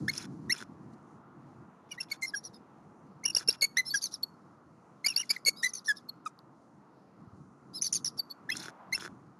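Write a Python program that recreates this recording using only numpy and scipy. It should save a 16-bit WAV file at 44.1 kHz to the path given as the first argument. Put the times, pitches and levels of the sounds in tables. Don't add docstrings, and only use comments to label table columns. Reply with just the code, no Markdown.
import sys
import numpy as np
from scipy import signal
from scipy.io import wavfile

SR = 44100
rng = np.random.default_rng(int(sys.argv[2]) if len(sys.argv) > 2 else 0)


def master_out(mix):
    frames = np.transpose(np.atleast_2d(mix))
    ceiling = np.clip(frames, -1, 1)
    pcm = np.round(ceiling * 32767).astype(np.int16)
    wavfile.write(sys.argv[1], SR, pcm)


N = 414099

# start_s, length_ms, start_hz, end_hz, effort_db
PIPS = [(0.08, 10.9, 1581, 1980, -25.5), (0.089, 17.2, 2056, 2215, -25.5), (0.495, 30.1, 1781, 2390, -25),
        (0.52, 14.9, 2698, 2768, -23), (1.913, 19, 2872, 2872, -31.5), (1.906, 39.3, 2467, 2188, -42),
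        (1.977, 25.2, 1799, 2230, -41), (2.001, 20.6, 2719, 2760, -28.5), (2.113, 19, 2261, 2187, -27),
        (2.221, 30.2, 2120, 2068, -27.5), (2.244, 17.6, 2191, 2061, -31), (2.336, 22.5, 1711, 1529, -32),
        (3.233, 33.7, 2067, 2476, -37.5), (3.251, 20, 2785, 2865, -24), (3.266, 16.4, 2716, 2765, -36),
        (3.276, 16.6, 2891, 2707, -27.5), (3.296, 17.4, 2838, 2685, -28), (3.363, 13.7, 2821, 2770, -21.5),
        (3.484, 17, 2700, 2775, -19), (3.618, 21.7, 2262, 2162, -21), (3.635, 22.95, 2161, 2285, -22.5),
        (3.769, 11.03, 1784, 2103, -22), (3.773, 31.3, 2079, 2027, -23), (3.789, 23.2, 1994, 2039, -25.5),
        (3.939, 22.1, 1713, 1542, -26), (5.043, 16, 2076, 2225, -26), (5.06, 18, 2270, 2353, -21.5),
        (5.08, 19.5, 2915, 2670, -25.5), (5.099, 19.3, 2826, 2674, -27), (5.119, 14.2, 2740, 2430, -33.5),
        (5.169, 23.9, 2661, 2849, -26), (5.193, 15.4, 2884, 2797, -25), (5.207, 19.4, 3046, 2693, -29),
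        (5.227, 15.5, 2458, 1920, -41.5), (5.299, 23.3, 2272, 2312, -22), (5.362, 9.4, 2252, 1860, -31),
        (5.459, 24.6, 2245, 2137, -22), (5.474, 25.3, 2244, 2239, -20), (5.63, 14.5, 1824, 1952, -26.5),
        (5.638, 18.6, 2101, 1934, -23), (5.652, 25.8, 2018, 2000, -25), (5.88, 30.3, 1776, 1694, -25.5),
        (5.898, 26.8, 1729, 1625, -27), (6.259, 10.73, 1360, 1150, -31.5), (6.264, 15.76, 1310, 1141, -32),
        (8.49, 12.5, 1716, 1775, -32), (8.499, 11.34, 1972, 2100, -26), (8.514, 18, 2552, 2664, -26.5),
        (8.531, 18.6, 2748, 2723, -35), (8.924, 21.7, 1951, 2246, -25), (8.944, 20.4, 2722, 2680, -24.5)]
# pitch_hz, relative_db
HISS_SPECTRUM = [(1500, -32), (3000, -15), (5000, 0.5), (6800, 1), (7600, -4)]
USUAL_EFFORT_DB = -28


def from_db(db):
    return 10 ** (np.asarray(db) / 20)


def unit_level(x):
    return x / np.sqrt(np.mean(x ** 2) + 1e-20)


def over_time(rows):
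    return np.interp(np.arange(N) / SR, *np.transpose(rows))


def drift(per_s, size):
    step = SR / per_s
    points = rng.standard_normal(int(np.ceil(size / step + 2)))
    return 1.347 * np.interp(np.arange(size) / step, np.arange(len(points)), points)


def filtered(x, order, hz, kind, rate=SR):
    return signal.sosfilt(signal.butter(order, hz, kind, fs=rate, output="sos"), x)


def shaped_noise(spectrum, flicker_db):
    out, edges = 0, 22 * 2 ** np.arange(0, 8.6, .5)
    white = rng.standard_normal((2, N))
    hz, db = np.transpose(spectrum)
    for k, (low, high) in enumerate(zip(edges, edges[1:])):
        level_db = np.interp(np.log(low * high) / 2, np.log(hz), db, right=-90)
        band = filtered(white[k % 2], 3, [low, high], "band")
        out = out + from_db(level_db + flicker_db * drift(8, N)) * band
    return unit_level(out)


def add(out, start_s, sound):
    at = round(start_s * SR)
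    out[at:at + len(sound)] += sound


def progress(ms):
    return np.linspace(0, 1, round(ms * SR / 1000))


def swell(u, fullness, skew):
    return np.sin(np.pi * u ** skew).clip(0) ** fullness


def phase_of(hz):
    return 2 * np.pi * (np.cumsum(hz) / SR + rng.random())


def ring(x, hz, width_hz):
    r = np.exp(-np.pi * width_hz / SR)
    feed = np.array([1, 0, -1]) * (1 - r * r) / 2
    feedback = [1, -2 * r * np.cos(2 * np.pi * hz / SR), r * r]
    return signal.lfilter(feed, feedback, signal.lfilter(feed, feedback, x))


def distant_hum():
    # pitch_hz, relative_db
    spectrum = [(40, -44), (90, -30.5), (180, -2.5), (355, -7), (630, -14.5), (1170, -11), (1590, -26),
                (3200, -40), (6800, -33.5), (7800, -49)]
    return from_db(-60.5) * shaped_noise(spectrum, flicker_db=1.7161)


def far_wind():
    # time_s, level_db
    levels = [(0, -63), (3, -64.5), (5, -70.5), (7.5, -71.5), (8.4, -65), (8.8, -55), (9.39, -69.5)]
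    rush = filtered(rng.standard_normal(N), 2, [620, 1178], "band")
    return from_db(over_time(levels)) * unit_level(rush)


def wind_and_rustle():
    # time_s, level_db
    levels = [(0, -42.5), (0.47, -47), (0.55, -55), (0.9, -52), (1.05, -61), (1.55, -54), (1.75, -61),
              (3.6, -60.5), (6.3, -66), (7.05, -63.5), (7.2, -59), (7.6, -59.5), (8.05, -51), (8.29, -63.5),
              (8.61, -54), (8.76, -61), (9.0, -54), (9.39, -58.5)]
    # pitch_hz, relative_db
    spectrum = [(30, -29), (80, -13.5), (150, 0), (300, -5), (520, -32)]
    # start_s, length_ms, level_db
    stick_shifts = [(0.86, 157, -88)]
    gusts = from_db(over_time(levels) + 3 * drift(18, N))
    rustle = from_db(-29.5) * gusts
    for start_s, ms, db in stick_shifts:
        u = progress(ms)
        crackle = from_db(db + 12.4 * drift(65.2, len(u)))
        add(rustle, start_s, crackle * swell(u, fullness=.98, skew=1))
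    rumble = gusts * shaped_noise(spectrum, flicker_db=1)
    return rumble + rustle * shaped_noise(HISS_SPECTRUM, flicker_db=0)


def wind_bumps():
    # start_s, level_db
    bumps = [(7.272, -51), (7.327, -49.5), (7.405, -54)]
    pitch_hz, width_hz = 110.5, 77.4
    pushes = np.full(N, 1e-18)
    for start_s, db in bumps:
        pushes[round(start_s * SR)] = from_db(db) * SR / width_hz
    return ring(pushes, pitch_hz, width_hz)


def echo(x, level_db, fade_s):
    t = np.arange(round(.3 * SR)) / SR
    tail = rng.standard_normal(len(t)) * from_db(-60 * t / fade_s)
    tail /= np.sqrt(np.sum(tail ** 2))
    return from_db(level_db) * signal.fftconvolve(x, tail)[:N]


def throat(x, skip_lowest=0, flicker_db=0):
    # pitch_hz, width_hz, gain_db
    resonances = [(907, 330, -10.5), (1500, 640, -2.5), (2445, 1200, -14), (3500, 350, -10.5),
                  (4143, 500, -8.5), (5196, 660, -6), (6500, 2000, -9)]
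    return sum((-1) ** k * from_db(db + flicker_db * drift(130, N)) * ring(x, hz, width_hz)
               for k, (hz, width_hz, db) in enumerate(resonances[skip_lowest:]))


def creaks():
    # start_s, strength_db
    slips = [(0.5422, -43.5), (0.5499, -44.5), (0.6142, -40), (0.625, -38.5), (3.41, -42), (3.416, -48),
             (8.5536, -39.5), (8.601, -49.5), (8.638, -42.5), (8.658, -40.5), (8.683, -36), (8.69, -45.5),
             (8.978, -38), (9.005, -53.5), (9.023, -39), (9.032, -47), (9.041, -45), (9.05, -36.5),
             (9.0608, -36), (9.077, -41)]
    clicks = np.full(N, 1e-18)
    for start_s, db in slips:
        clicks[round(start_s * SR)] = from_db(db + 36.5)
    creak = ring(clicks, hz=1498, width_hz=520)
    chest = ring(clicks, hz=340, width_hz=160)
    return creak + from_db(-1) * chest + from_db(-12) * throat(clicks, skip_lowest=2)


def rasps():
    # start_s, length_ms, level_db
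    endings = [(0.1, 164.5, -44.5), (0.527, 113.7, -46), (1.885, 83, -58.5), (2.0, 51, -55),
               (2.082, 87, -51), (3.327, 117.4, -47.5), (3.492, 69.8, -49.5), (5.111, 110, -54.5),
               (5.19, 110, -61), (5.31, 53, -48.5), (8.498, 210.6, -46.5), (8.935, 146.3, -45.5)]
    slips_per_s = 430
    hoarse_gain, croak_gain, hiss_gain = np.zeros((3, N))
    hiss_shape = swell(progress(ms=64), fullness=3, skew=.55)
    for start_s, *_, effort_db in PIPS:
        burst = from_db(1.7 * (effort_db - USUAL_EFFORT_DB)) * hiss_shape
        add(hiss_gain, start_s - .01, from_db(-55.5) * burst)
        add(croak_gain, start_s - .01, from_db(-66) * burst)
    for start_s, ms, db in endings:
        u = progress(ms)
        add(hoarse_gain, start_s, from_db(db) * swell(u, fullness=1.1, skew=.9))
        croak_db = db - 7.5 + 9.5 * u ** 3
        add(croak_gain, start_s, from_db(croak_db) * swell(u, fullness=.8, skew=1.4))
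    slips = (rng.random(N) < slips_per_s / SR) * rng.standard_normal(N)
    croak = unit_level(throat(6 * slips + .6 * rng.standard_normal(N)))
    hiss = from_db(3.5 * drift(300, N)) * shaped_noise(HISS_SPECTRUM, flicker_db=6)
    flutter = from_db(3.5 * drift(220, N)) * rng.standard_normal(N)
    hoarse = unit_level(throat(flutter, skip_lowest=2, flicker_db=5))
    return hoarse_gain * hoarse + hiss_gain * hiss + croak_gain * croak


def chirps():
    # start_s, length_ms, start_hz, end_hz, level_db
    glides = [(0.172, 7.3, 3970, 5970, -38), (0.177, 8.3, 6124, 4600, -26.5),
              (3.328, 18.7, 4400, 5210, -42), (3.3483, 8, 5630, 4144, -14.5),
              (3.378, 13.2, 4273, 6150, -28.5), (3.238, 7.5, 6730, 5620, -34),
              (3.4757, 6.6, 5420, 3750, -22.5), (3.503, 5.6, 3710, 5412, -25.5),
              (3.509, 7.9, 5495, 4000, -28), (3.526, 6.8, 5700, 4010, -32.5),
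              (3.61, 7.2, 4740, 3730, -29.5), (5.138, 15, 4078, 4470, -41),
              (5.161, 9.77, 5200, 3678, -18.5), (5.293, 7.1, 5146, 3900, -23),
              (5.45, 5.6, 5040, 3900, -27.5), (5.734, 8.96, 6680, 5240, -28),
              (6.39, 2.11, 5262, 3530, -43.5), (7.813, 6.6, 4909, 6250, -33),
              (7.819, 15.6, 6400, 5575, -17), (7.9251, 11.07, 6740, 5160, -13.5),
              (8.045, 6.84, 6336, 4503, -22.5)]
    out = np.zeros(N)
    for start_s, ms, start_hz, end_hz, db in glides:
        u = progress(ms)
        loudness = swell(u, fullness=1.6, skew=.7) * from_db(db + 2.2 * drift(600, len(u)))
        hz = start_hz + (end_hz - start_hz) * u ** 1.2
        waver = 1 + .028 * drift(800, len(u))
        add(out, start_s, loudness * np.sin(phase_of(hz * waver)))
    return out


def whistles():
    # start_s, length_ms, middle_hz, end_hz, level_db, strain (0 clean, about 1 rough)
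    calls = [(2.256, 54.5, 5563, 4470, -38, 0.34), (2.346, 51.5, 5744, 5335, -33, 0.26),
             (2.436, 49.9, 5877, 4610, -38, 0.52), (2.532, 47.6, 5075, 4790, -53.5, 0.88),
             (3.254, 9.9, 5147, 4950, -25, 0.03), (3.852, 61.7, 5480, 4356, -33, 0.34),
             (3.898, 35.3, 4453, 4730, -31, 0.2), (3.935, 61.2, 6007, 4300, -27.5, 0.4),
             (4.015, 63.5, 6274, 4410, -31.5, 1.01), (4.115, 48.7, 5570, 4190, -35.5, 0.88),
             (4.23, 14.23, 4404, 4230, -23.5, 0.22), (5.058, 16.25, 5050, 4735, -19.5, 0.06),
             (5.301, 18.5, 4997, 5210, -18, 0), (5.559, 71.7, 5124, 4500, -43.5, 0.35),
             (5.655, 56.4, 6320, 4750, -36.5, 0.67), (5.74, 59.2, 6180, 4085, -36.5, 0.77),
             (5.848, 42.4, 5710, 5090, -38.5, 0.78), (5.957, 45.2, 5187, 4300, -46, 1.08),
             (6.087, 16.25, 4350, 3950, -33, 0.12), (7.736, 63.5, 5341, 4032, -33, 0.23),
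             (7.829, 56.5, 6253, 4190, -25, 0.74), (7.933, 50.4, 6565, 4170, -25.5, 1.04),
             (8.052, 39.2, 5780, 4380, -24, 0.63), (8.173, 20.9, 5470, 5540, -41, 0.74),
             (8.188, 20.5, 4632, 4218, -23, 0.09), (8.51, 30.2, 3317, 3200, -36.5, 0.33),
             (8.299, 30.6, 4504, 4316, -39.5, 0.32)]
    settled_at, fall_from = .54, .35
    breaks_per_s = 98
    out, air = np.zeros((2, N))
    for start_s, ms, middle_hz, end_hz, upper_db, strain in calls:
        u, length_s = progress(ms), ms / 1000
        start_hz = middle_hz * (1.07 - 4.2 * length_s * (1 - 1.2 * strain))
        opening = (1 - u / settled_at).clip(0) ** 2
        fall = ((u - fall_from).clip(0) / (1 - fall_from)) ** (2 + strain)
        arch_hz = middle_hz + (start_hz - middle_hz) * opening - (middle_hz - end_hz) * fall
        break_depth = np.clip(2.5 * strain - .6, 0, 1) * (1.8 - 2.7 * u).clip(0, 1)
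        breaks = break_depth * np.cos(np.pi * breaks_per_s * length_s * u) ** 8
        upper_hz = arch_hz * (1 - .28 * breaks)
        lower_hz = .79 * (1 - .11 * strain) * (.72 * arch_hz + .2944 * middle_hz)
        lower_db = upper_db - 45 + 474.5 * length_s + 10.5 * strain
        for hz, db in ((upper_hz, upper_db - 10 * breaks), (lower_hz, lower_db)):
            waver = 1 + strain * (.0086 * drift(221, len(u)) + .014 * drift(800, len(u)))
            stutter_db = (.8 + 4 * strain) * drift(300, len(u))
            loudness = from_db(db + stutter_db) * swell(u, fullness=1.1, skew=.9)
            add(out, start_s, loudness * np.sin(phase_of(hz * waver)))
        puff = swell(progress(ms * 1.65), fullness=1, skew=.33)
        add(air, start_s - .004, strain * from_db(upper_db - 17) * puff)
    hiss = filtered(rng.standard_normal(N), 3, [3800, 7000], "band")
    return out + air * unit_level(hiss)


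def pips():
    # pitch_hz, gain_db
    windpipe = [(1200, -0.5), (1700, 5.5), (2050, 1.5), (2330, -5), (2750, -6), (3350, -4.5), (3800, 1),
                (4100, 4), (4450, 11), (4700, 9.5), (5100, 12.5), (5600, 16), (6150, 13), (6700, 14.5),
                (7500, 8.5), (8200, -29)]
    usual_hz, shaky_above_hz, dullest_effort_db = 2303, 2500, -36
    out = np.zeros(N)
    for start_s, ms, start_hz, end_hz, effort_db in PIPS:
        u = progress(ms)
        hz = start_hz + (end_hz - start_hz) * u
        phase = phase_of(hz * (1 + .0081 * drift(340, len(u))))
        swing = swell(u, fullness=1.097, skew=.8155) * from_db(.53 * drift(530, len(u)))
        push_db = max(effort_db, dullest_effort_db) - USUAL_EFFORT_DB
        step_db = (.9764 * push_db - 13.5) * hz / usual_hz
        shake_db = 2.5 * (end_hz > shaky_above_hz)
        for k in range(7):
            windpipe_db = np.interp((k + 1) * hz, *np.transpose(windpipe))
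            flicker_db = shake_db * min(k + .16, 1) * drift(400, len(u))
            gain = from_db(effort_db + k * step_db + windpipe_db + flicker_db)
            add(out, start_s, gain * swing ** (1 + .5 * k) * np.sin((k + 1) * phase))
    return out


def scene():
    eagles = pips() + whistles() + chirps() + rasps() + creaks()
    nest_echo = echo(eagles, level_db=-15.5, fade_s=.05)
    trunk_echo = echo(eagles, level_db=-27, fade_s=.24)
    background = wind_and_rustle() + distant_hum() + far_wind() + wind_bumps()
    return (background + nest_echo + trunk_echo + eagles)[None]


def record(dry):
    rate_hz, cutoff_hz = 16000, 15300
    overload, step_share = .2534, .14
    sampled = signal.resample_poly(dry[0], rate_hz // 100, SR // 100)
    rounding = overload * np.tanh(sampled / overload) - sampled
    puff = .2 * filtered(sampled ** 2, 4, 2400, "low", rate_hz)
    distortion = filtered(rounding + puff, 3, 230, "high", rate_hz)
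    sampled = filtered(sampled + distortion, 2, 60, "high", rate_hz)
    position = np.arange(N) * rate_hz / SR
    steps = sampled[np.minimum(np.round(position).astype(int), len(sampled) - 1)]
    lines = np.interp(position, np.arange(len(sampled)), sampled)
    played = step_share * steps + (1 - step_share) * lines
    treble_cut = signal.cheby2(10, 50, cutoff_hz, fs=SR, output="sos")
    return signal.sosfilt(treble_cut, played)[None]


dry = scene()
out = record(dry)
master_out(out)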